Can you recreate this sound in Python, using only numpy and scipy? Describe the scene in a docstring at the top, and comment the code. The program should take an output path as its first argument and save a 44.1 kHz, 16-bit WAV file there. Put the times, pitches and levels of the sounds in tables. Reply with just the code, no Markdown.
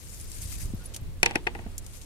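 """A picked tomato drops into a plastic tub in a garden and bounces to rest.
Each impact shoves the wall, excites the modes of the tub and its air, and leaves a hollow tail.
Before that an arm brushes out through the tomato plants, with soft handling bumps and faint tinks
like a bangle's; afterwards leaves crackle as the hand reaches in again. A bird calls faintly far off,
and a light wind buffets the two closely spaced microphones."""
import sys
import numpy as np
from scipy import signal
from scipy.io import wavfile

SR = 44100
rng = np.random.default_rng(int(sys.argv[2]) if len(sys.argv) > 2 else 0)


def dump(signal):
    """Clip the signal to [-1, 1] and save it as 16-bit WAV at the path in sys.argv[1]."""
    limited = np.clip(np.atleast_2d(signal).T, -1, 1)
    pcm = np.round(limited * 32767).astype(np.int16)
    wavfile.write(sys.argv[1], SR, pcm)


N = 90404
TIME = np.arange(N) / SR


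def from_db(db):
    """Amplitude ratio of a level in decibels."""
    return 10 ** (np.asarray(db) / 20)


def at_hz(points, hz):
    """Interpolation of a table on a logarithmic frequency axis."""
    return np.interp(np.log(hz), np.log(np.array(points)[:, 0]), np.array(points)[:, 1])


def level(rows):
    """Amplitude envelope through (time [s], level [dB]) points."""
    return from_db(np.interp(TIME, *np.transpose(rows)))


def panned(pan_db):
    """Level difference between the channels; positive favours the left."""
    return from_db(np.array([[.5], [-.5]]) * pan_db)


def decay(start, t60):
    """Exponential decay from a sudden onset, falling 60 dB in t60 seconds."""
    return (TIME >= start) * np.exp(-np.log(1000) * np.clip((TIME - start) / t60, 0, 10))


def ring(start, hz, t60, attack_s=1e-9):
    """Free vibration of a struck mode: a damped sinusoid."""
    out, first = np.zeros(N), int(start * SR) + 1
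    t = TIME[first:first + int(2 * t60 * SR)] - start
    envelope = np.exp(-np.log(1000) * t / t60) * (1 - np.exp(-t / attack_s))
    out[first:first + len(t)] = envelope * np.sin(2 * np.pi * hz * t)
    return out


def high_pass(x, hz):
    """Second-order roll-off below the cutoff."""
    return signal.sosfilt(signal.butter(2, hz, "high", fs=SR, output="sos"), x + 1e-18)


def wander(per_s):
    """Random modulation: Gaussian values joined by straight lines."""
    return np.interp(TIME * per_s, np.arange(N), rng.standard_normal(N))


def grains(per_s=3500, spread_db=3.2):
    """Stick-slip friction: a Poisson train of tiny uneven clicks, at unit rms."""
    shape = (2, 2, N)
    sizes = from_db(spread_db * np.minimum(rng.exponential(1, shape), 5))
    clicks = sizes * rng.choice([-1, 1], shape) * (rng.random(shape) < per_s / SR)
    return clicks / np.sqrt(np.mean(clicks ** 2)) + 1e-18


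def bands(spectrum, correlation, white=None):
    """Partly coherent stereo noise, as (centre [Hz], band) pairs of about unit total power."""
    edges = np.geomspace(18, 17000, 27)
    centres = np.sqrt(edges[1:] * edges[:-1])
    gains = from_db(at_hz(spectrum, centres)) * (centres > spectrum[0][0] / 2)
    gains = gains / np.sqrt(np.sum(gains ** 2 * np.diff(edges)) * 2 / SR)
    white = rng.standard_normal((2, 2, N)) if white is None else white
    for k in np.flatnonzero(gains):
        band_pass = signal.butter(2, edges[k:k + 2], "band", fs=SR, output="sos")
        mid, side = signal.sosfilt(band_pass, white[k % 2])   # adjacent bands are independent
        alike = np.clip(at_hz(correlation, centres[k]), -1, 1)
        stereo = np.sqrt((1 + alike) / 2) * mid + np.sqrt((1 - alike) / 2) * side * [[1], [-1]]
        yield centres[k], gains[k] * stereo


# Coherence of the garden's sound field: (frequency [Hz], left-right correlation [-])
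FIELD_CORRELATION = [(300, 1), (650, 0.62), (1400, 0.001), (16000, 0.0057)]
def noise(spectrum, white=None, correlation=FIELD_CORRELATION):
    """Stationary coloured noise by superposition of bands."""
    return sum(band for hz, band in bands(spectrum, correlation, white))


# Spectrum of the garden air: (frequency [Hz], relative density [dB])
AIR_SPECTRUM = [(100, -3.5), (250, -2), (450, -5.5), (800, -12), (1400, -13.5), (4000, -17.5),
                (9000, -30.5), (13000, -62), (16000, -77)]
# Its envelope: (time [s], level [dB])
AIR_ENVELOPE = [(0, -56.5), (.6, -54.5), (.92, -51.5), (1.15, -56.5), (1.5, -52.5), (2.05, -56.5)]
def garden_air():
    """Ambient noise, coherent at closely spaced microphones only for long wavelengths."""
    return level(AIR_ENVELOPE) * noise(AIR_SPECTRUM)


# Spectrum of the buffeting: (frequency [Hz], relative density [dB])
WIND_SPECTRUM = [(20, 4), (40, 1.5), (70, 0.5), (105, -3), (160, -15.5), (260, -24), (500, -40),
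                 (1200, -49)]
# Gusts: (time [s], level [dB])
GUSTS = [(0, -40.5), (.15, -42.5), (.38, -38.5), (.47, -39.5), (.66, -30.5), (.8, -41), (.97, -42),
         (1.05, -34.5), (1.2, -39), (1.5, -40), (1.72, -39), (2.05, -46)]
def wind():
    """Turbulent pressure at the microphones: a low rumble, weakly correlated between them."""
    return level(GUSTS) * panned(-2) * noise(WIND_SPECTRUM, correlation=[(1, .15)])


def bird(peak_s=.82, half_width_s=.025, hz=1440, glide_hz_per_s=550):
    """A linear chirp under a Gaussian envelope: one faint rising note."""
    t = TIME - peak_s
    envelope = from_db(-55.5) * np.exp(-(t / half_width_s) ** 2)
    return envelope * np.sin(2 * np.pi * (hz + glide_hz_per_s * t / 2) * t)


# Soft handling bumps: (time [s], level [dB], frequency [Hz], t60 [s])
HAND_BUMPS = [(0.455, -23, 80, 0.039), (0.652, -24.5, 87, 0.11), (0.7364, -17.5, 220, 0.023),
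              (.745, -20, 95, 0.042), (1.02, -22.5, 77, 0.035), (1.088, -28, 129, 0.035)]
def handling_bumps():
    """Structure-borne sound: the hand bumps the microphones' housing into low, damped vibration."""
    return sum(from_db(db) * ring(s, hz, t60, attack_s=0.0012) for s, db, hz, t60 in HAND_BUMPS)


# Faint high tinks: (time [s], level [dB], frequency [Hz])
BANGLE_TINKS = [(.211, -37, 10800), (0.747, -44, 12500), (0.857, -31, 10700), (1.01, -48, 12000)]
def bangle():
    """Amplitude modulation: the chatter of a sliding contact roughens each tiny ring."""
    return sum(from_db(db) * ring(s, hz, t60=0.03, attack_s=0.00066) * (1 + wander(per_s=800))
               for s, db, hz in BANGLE_TINKS)


# Spectrum of sliding leaves: (frequency [Hz], relative density [dB])
BRUSH_SPECTRUM = [(500, -19), (1300, -13.5), (2500, -4), (3300, -7.5), (4500, -3.5), (8500, 2), (11500, -3),
                  (13500, -71), (16000, -25)]
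# Envelope of the brushing: (time [s], relative level [dB])
BRUSH_ENVELOPE = [(0, -55), (.12, -52.5), (.2, -52.5), (.29, -53.5), (.34, -49.5), (.405, -51.5),
                  (.425, -44.5), (.46, -48.5), (.48, -49.5), (.528, -43.5), (.578, -52.5), (.62, -45.5),
                  (.7, -61.5), (.83, -59.5), (.856, -54), (.885, -63), (1.05, -69), (1.72, -66),
                  (1.88, -61.5), (1.96, -52), (2.05, -71)]
def leaf_brush(gain_db=4.5, band_flutter_db=2, joint_flutter_db=1.1):
    """Friction noise of leaves along the arm; the bands flutter both singly and together."""
    friction = sum(band * from_db(band_flutter_db * wander(per_s=70))
                   for hz, band in bands(BRUSH_SPECTRUM, FIELD_CORRELATION, grains()))
    flutter = from_db(joint_flutter_db * wander(per_s=130))
    return from_db(gain_db) * level(BRUSH_ENVELOPE) * flutter * panned(6) * friction


# Spectrum of crackling fibres: (frequency [Hz], relative density [dB])
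FIBRE_SPECTRUM = [(800, -18), (2000, 2), (2900, 5.5), (4000, 0.5), (7500, 6), (11000, 0.5), (16000, -20)]
# Crackles: (time [s], level before filtering [dB], t60 [s], pan [dB], low cutoff [Hz])
LEAF_CRACKLES = [(0.200, -34, 0.026, 7, 8000), (.3170, -32.5, 0.015, 1, 4730),
                 (0.4178, -31.5, 0.06, -2, 7600), (0.938, -42.5, 0.082, -4, 2980),
                 (.945, -36.5, 0.038, 6, 2580), (0.963, -30.5, 0.038, 2.5, 4000),
                 (1.78, -24.5, 0.036, 2.5, 6940), (1.864, -38.5, 0.032, 4.5, 3840),
                 (2.014, -45, 0.21, 3, 3040)]
def leaf_crackles():
    """Transients of leaves and stalks: bursts of clicks that decay exponentially."""
    fibres = noise(FIBRE_SPECTRUM, grains())
    return sum(from_db(db) * panned(pan_db) * decay(s, t60) * high_pass(fibres, hz)
               for s, db, t60, pan_db, hz in LEAF_CRACKLES)


# Coherence of the tub's sound: (frequency [Hz], left-right correlation [-])
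TUB_CORRELATION = [(300, 1), (800, 0.036), (1400, -0.046), (2500, -0.58), (5000, -0.21), (16000, 0.5)]
# Spectrum of the rattle: (frequency [Hz], relative density [dB])
RATTLE_SPECTRUM = [(250, -2), (550, 1), (850, 11.5), (1150, -7), (2100, 9), (5000, -13.5), (14000, -29)]
# Its envelope: (time [s], level [dB])
RATTLE_ENVELOPE = [(1.24, -100), (1.27, -54), (1.30, -39), (1.33, -46), (1.385, -51), (1.43, -87),
                   (1.57, -54.5), (1.66, -57), (1.76, -71)]
# Its distinct ticks: (time [s], level [dB])
RATTLE_TICKS = [(1.247, -33), (1.352, -32), (1.381, -50), (1.623, -50)]
def rattle():
    """Intermittent contact: the shaken tub chatters and ticks between the bounces."""
    chatter = level(RATTLE_ENVELOPE) * noise(RATTLE_SPECTRUM, grains(per_s=600), TUB_CORRELATION)
    tick_envelope = sum(from_db(db) * decay(s, t60=0.013) for s, db in RATTLE_TICKS)
    return chatter + tick_envelope * noise(RATTLE_SPECTRUM, correlation=TUB_CORRELATION)


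# The tomato's impacts, the last row a soft bump of the hand: (time [s], relative level [dB], contact bandwidth
# [Hz], bass weight [dB], pan [dB], struck spot's resonance [Hz], thud level [dB], thud frequency [Hz], thud t60
# [s])
IMPACTS = [(1.2302, 0, 12700, -6, 1.5, 2530, -8.5, 466, 0.0064),
           (1.2578, -16, 8500, 6, -7, 1600, -39, 348, 0.024),
           (1.2601, -1, 5040, -11, -2, 2600, -39, 325, 0.025),
           (1.3095, -23, 8500, 5, 6.5, 2300, -28, 825, 0.018),
           (1.3561, -10, 8150, 2.5, 8, 1630, -36, 338, 0.0038),
           (1.3573, -10, 3300, -12.5, 3.5, 2230, -17, 343, 0.035),
           (1.4681, -16, 2890, -5, 11.5, 1730, -18, 353, 0.0059),
           (1.4704, -6, 2600, -3.5, 4.5, 1740, -24, 336, 0.029),
           (1.5500, -22.5, 2580, 7, 2, 1900, -37, 400, 0.018),
           (1.5550, -25.5, 1300, 2, 9, 1600, -58, 830, 0.026),
           (1.5900, -30.5, 1900, 10, 5, 1750, -35.5, 220, 0.027),
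           (1.6627, -29, 1050, 5.5, 3, 1600, -28, 205, 0.042)]
LOW_MODES_HZ = 900
def thuds():
    """Heavily damped response: the soft fruit shoves the wall into a pulse of a few cycles."""
    return sum(from_db(db) * ring(s, hz, t60) for s, *_, db, hz, t60 in IMPACTS)


def excitation(hz, db, contact_hz, weight_db):
    """Force spectrum of an impact: soft contacts lose treble, heavy ones gain bass."""
    bass_db = weight_db / (1 + (hz / LOW_MODES_HZ) ** 4)
    return from_db(db + bass_db) / np.sqrt(1 + (hz / contact_hz) ** 4)


def dense_modes(spectrum, t60_table):
    """Statistical reverberation: each impact feeds energy into noise bands, where it decays."""
    out = 0
    s, db, contact_hz, weight_db, *_ = np.transpose(IMPACTS)
    for hz, band in bands(spectrum, TUB_CORRELATION):
        energy_in = np.bincount((s * SR).astype(int), excitation(hz, db, contact_hz, weight_db) ** 2, N)
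        retained = np.exp(-2 * np.log(1000) / (at_hz(t60_table, hz) * SR))   # per sample
        stored_energy = signal.lfilter([1], [1, -retained], energy_in + 1e-18)
        out = out + band * np.sqrt(stored_energy)
    return out


# Spectrum of the hollow tail: (frequency [Hz], relative density [dB])
TAIL_SPECTRUM = [(180, 0.5), (350, 3.5), (540, -7), (850, 8.5), (1150, -9), (2200, 1), (3500, -6.5),
                 (6500, -27), (9000, -27), (15000, -49)]
# Its decay times: (frequency [Hz], t60 [s])
TAIL_DECAY = [(200, 0.36), (800, 0.11), (2000, 0.092), (5000, 0.16), (12000, 0.4)]
def hollow_tail():
    """Frequency-dependent damping: weak modes and reflections linger in the tub."""
    return from_db(-23.5) * dense_modes(TAIL_SPECTRUM, TAIL_DECAY)


# Spectrum of the wall at the blow: (frequency [Hz], relative density [dB])
CRACK_SPECTRUM = [(200, 10), (380, -21), (560, -26), (780, 4), (1150, -12.5), (1600, -4), (2300, 6),
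                  (3300, -13), (7500, -9), (11000, -6.5), (13000, -32), (16000, -37)]
def wall_crack(t60=0.019):
    """Modal overlap: dense, fast-decaying wall modes merge into a short crack."""
    return from_db(-10) * dense_modes(CRACK_SPECTRUM, [(1, t60)])


# Modes of the tub, its air ringing longer than its walls:
# (frequency [Hz], relative level [dB], t60 [s], pan [dB])
TUB_MODES = [(303, -37.5, 0.16, 7), (353, -34.5, 0.24, -9), (475, -27, 0.1, -2.5), (657, -27, 0.05, 1.5),
             (728, -20, 0.039, -0.5), (819, -26.5, 0.067, 3), (923, -24.5, 0.074, -5),
             (1420, -26.5, 0.024, 10), (1617, -18, 0.021, -1.5), (1796, -21.5, 0.021, 7),
             (1962, -15.5, 0.028, 8), (2270, -21, 0.013, 9.5), (2460, -16, 0.024, 10),
             (2674, -19, 0.018, 8), (2960, -30.5, 0.021, 13), (3650, -25, 0.013, -18),
             (4460, -23, 0.027, -4), (5150, -23.5, 0.013, 13), (5670, -21, 0.019, -9.5),
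             (7180, -14.5, 0.004, -14.5), (8450, -12.5, 0.0047, 3), (10230, -21.5, 0.0081, 13)]
def tub_modes(spot_lift_db=4, spot_octaves=0.22, spread_db=1, crossing_s=0.00058, right_lag_s=0.00022):
    """Modal superposition: each impact rings the tub, favouring the modes of the spot it hits."""
    out = np.zeros((2, N))
    for s, db, contact_hz, weight_db, pan_db, spot_hz, *_ in IMPACTS:
        for k, (hz, mode_db, t60, mode_pan_db) in enumerate(TUB_MODES):
            spot_db = spot_lift_db * np.exp(-(np.log2(hz / spot_hz) / spot_octaves) ** 2)
            strike_db = db + mode_db + spot_db + spread_db * rng.normal()
            gain = (-1) ** k * excitation(hz, strike_db, contact_hz, weight_db)
            # Dispersion: higher bending waves cross the wall faster.
            arrival_s = s + crossing_s * np.sqrt(LOW_MODES_HZ / hz)
            out += gain * panned(pan_db + mode_pan_db) * ring(arrival_s, hz, t60)
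    left, right = out
    return np.array([left, np.interp(TIME - right_lag_s, TIME, right)])


def tomato_in_tub(low_hz=172, top_hz=13200):
    """Band-limited: the tub's sound has little deep bass, and its treble rolls off above about 13 kHz."""
    vibration = wall_crack() + hollow_tail() + thuds() + tub_modes() + rattle()
    low_pass = signal.butter(6, top_hz, fs=SR, output="sos")
    return signal.sosfilt(low_pass, high_pass(vibration, low_hz))


def scene():
    """Linear superposition of all sources at the microphones."""
    foliage_and_tub = tomato_in_tub() + leaf_brush() + leaf_crackles()
    return foliage_and_tub + bangle() + handling_bumps() + bird() + wind() + garden_air()


def record(dry):
    """Soft saturation rounds the peaks; a steep low-pass stops everything above 16.5 kHz."""
    rounded = 1.3 * np.tanh(dry / 1.3)
    return signal.sosfilt(signal.cheby2(14, 60, 16500, fs=SR, output="sos"), rounded)


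dry = scene()
out = record(dry)
dump(out)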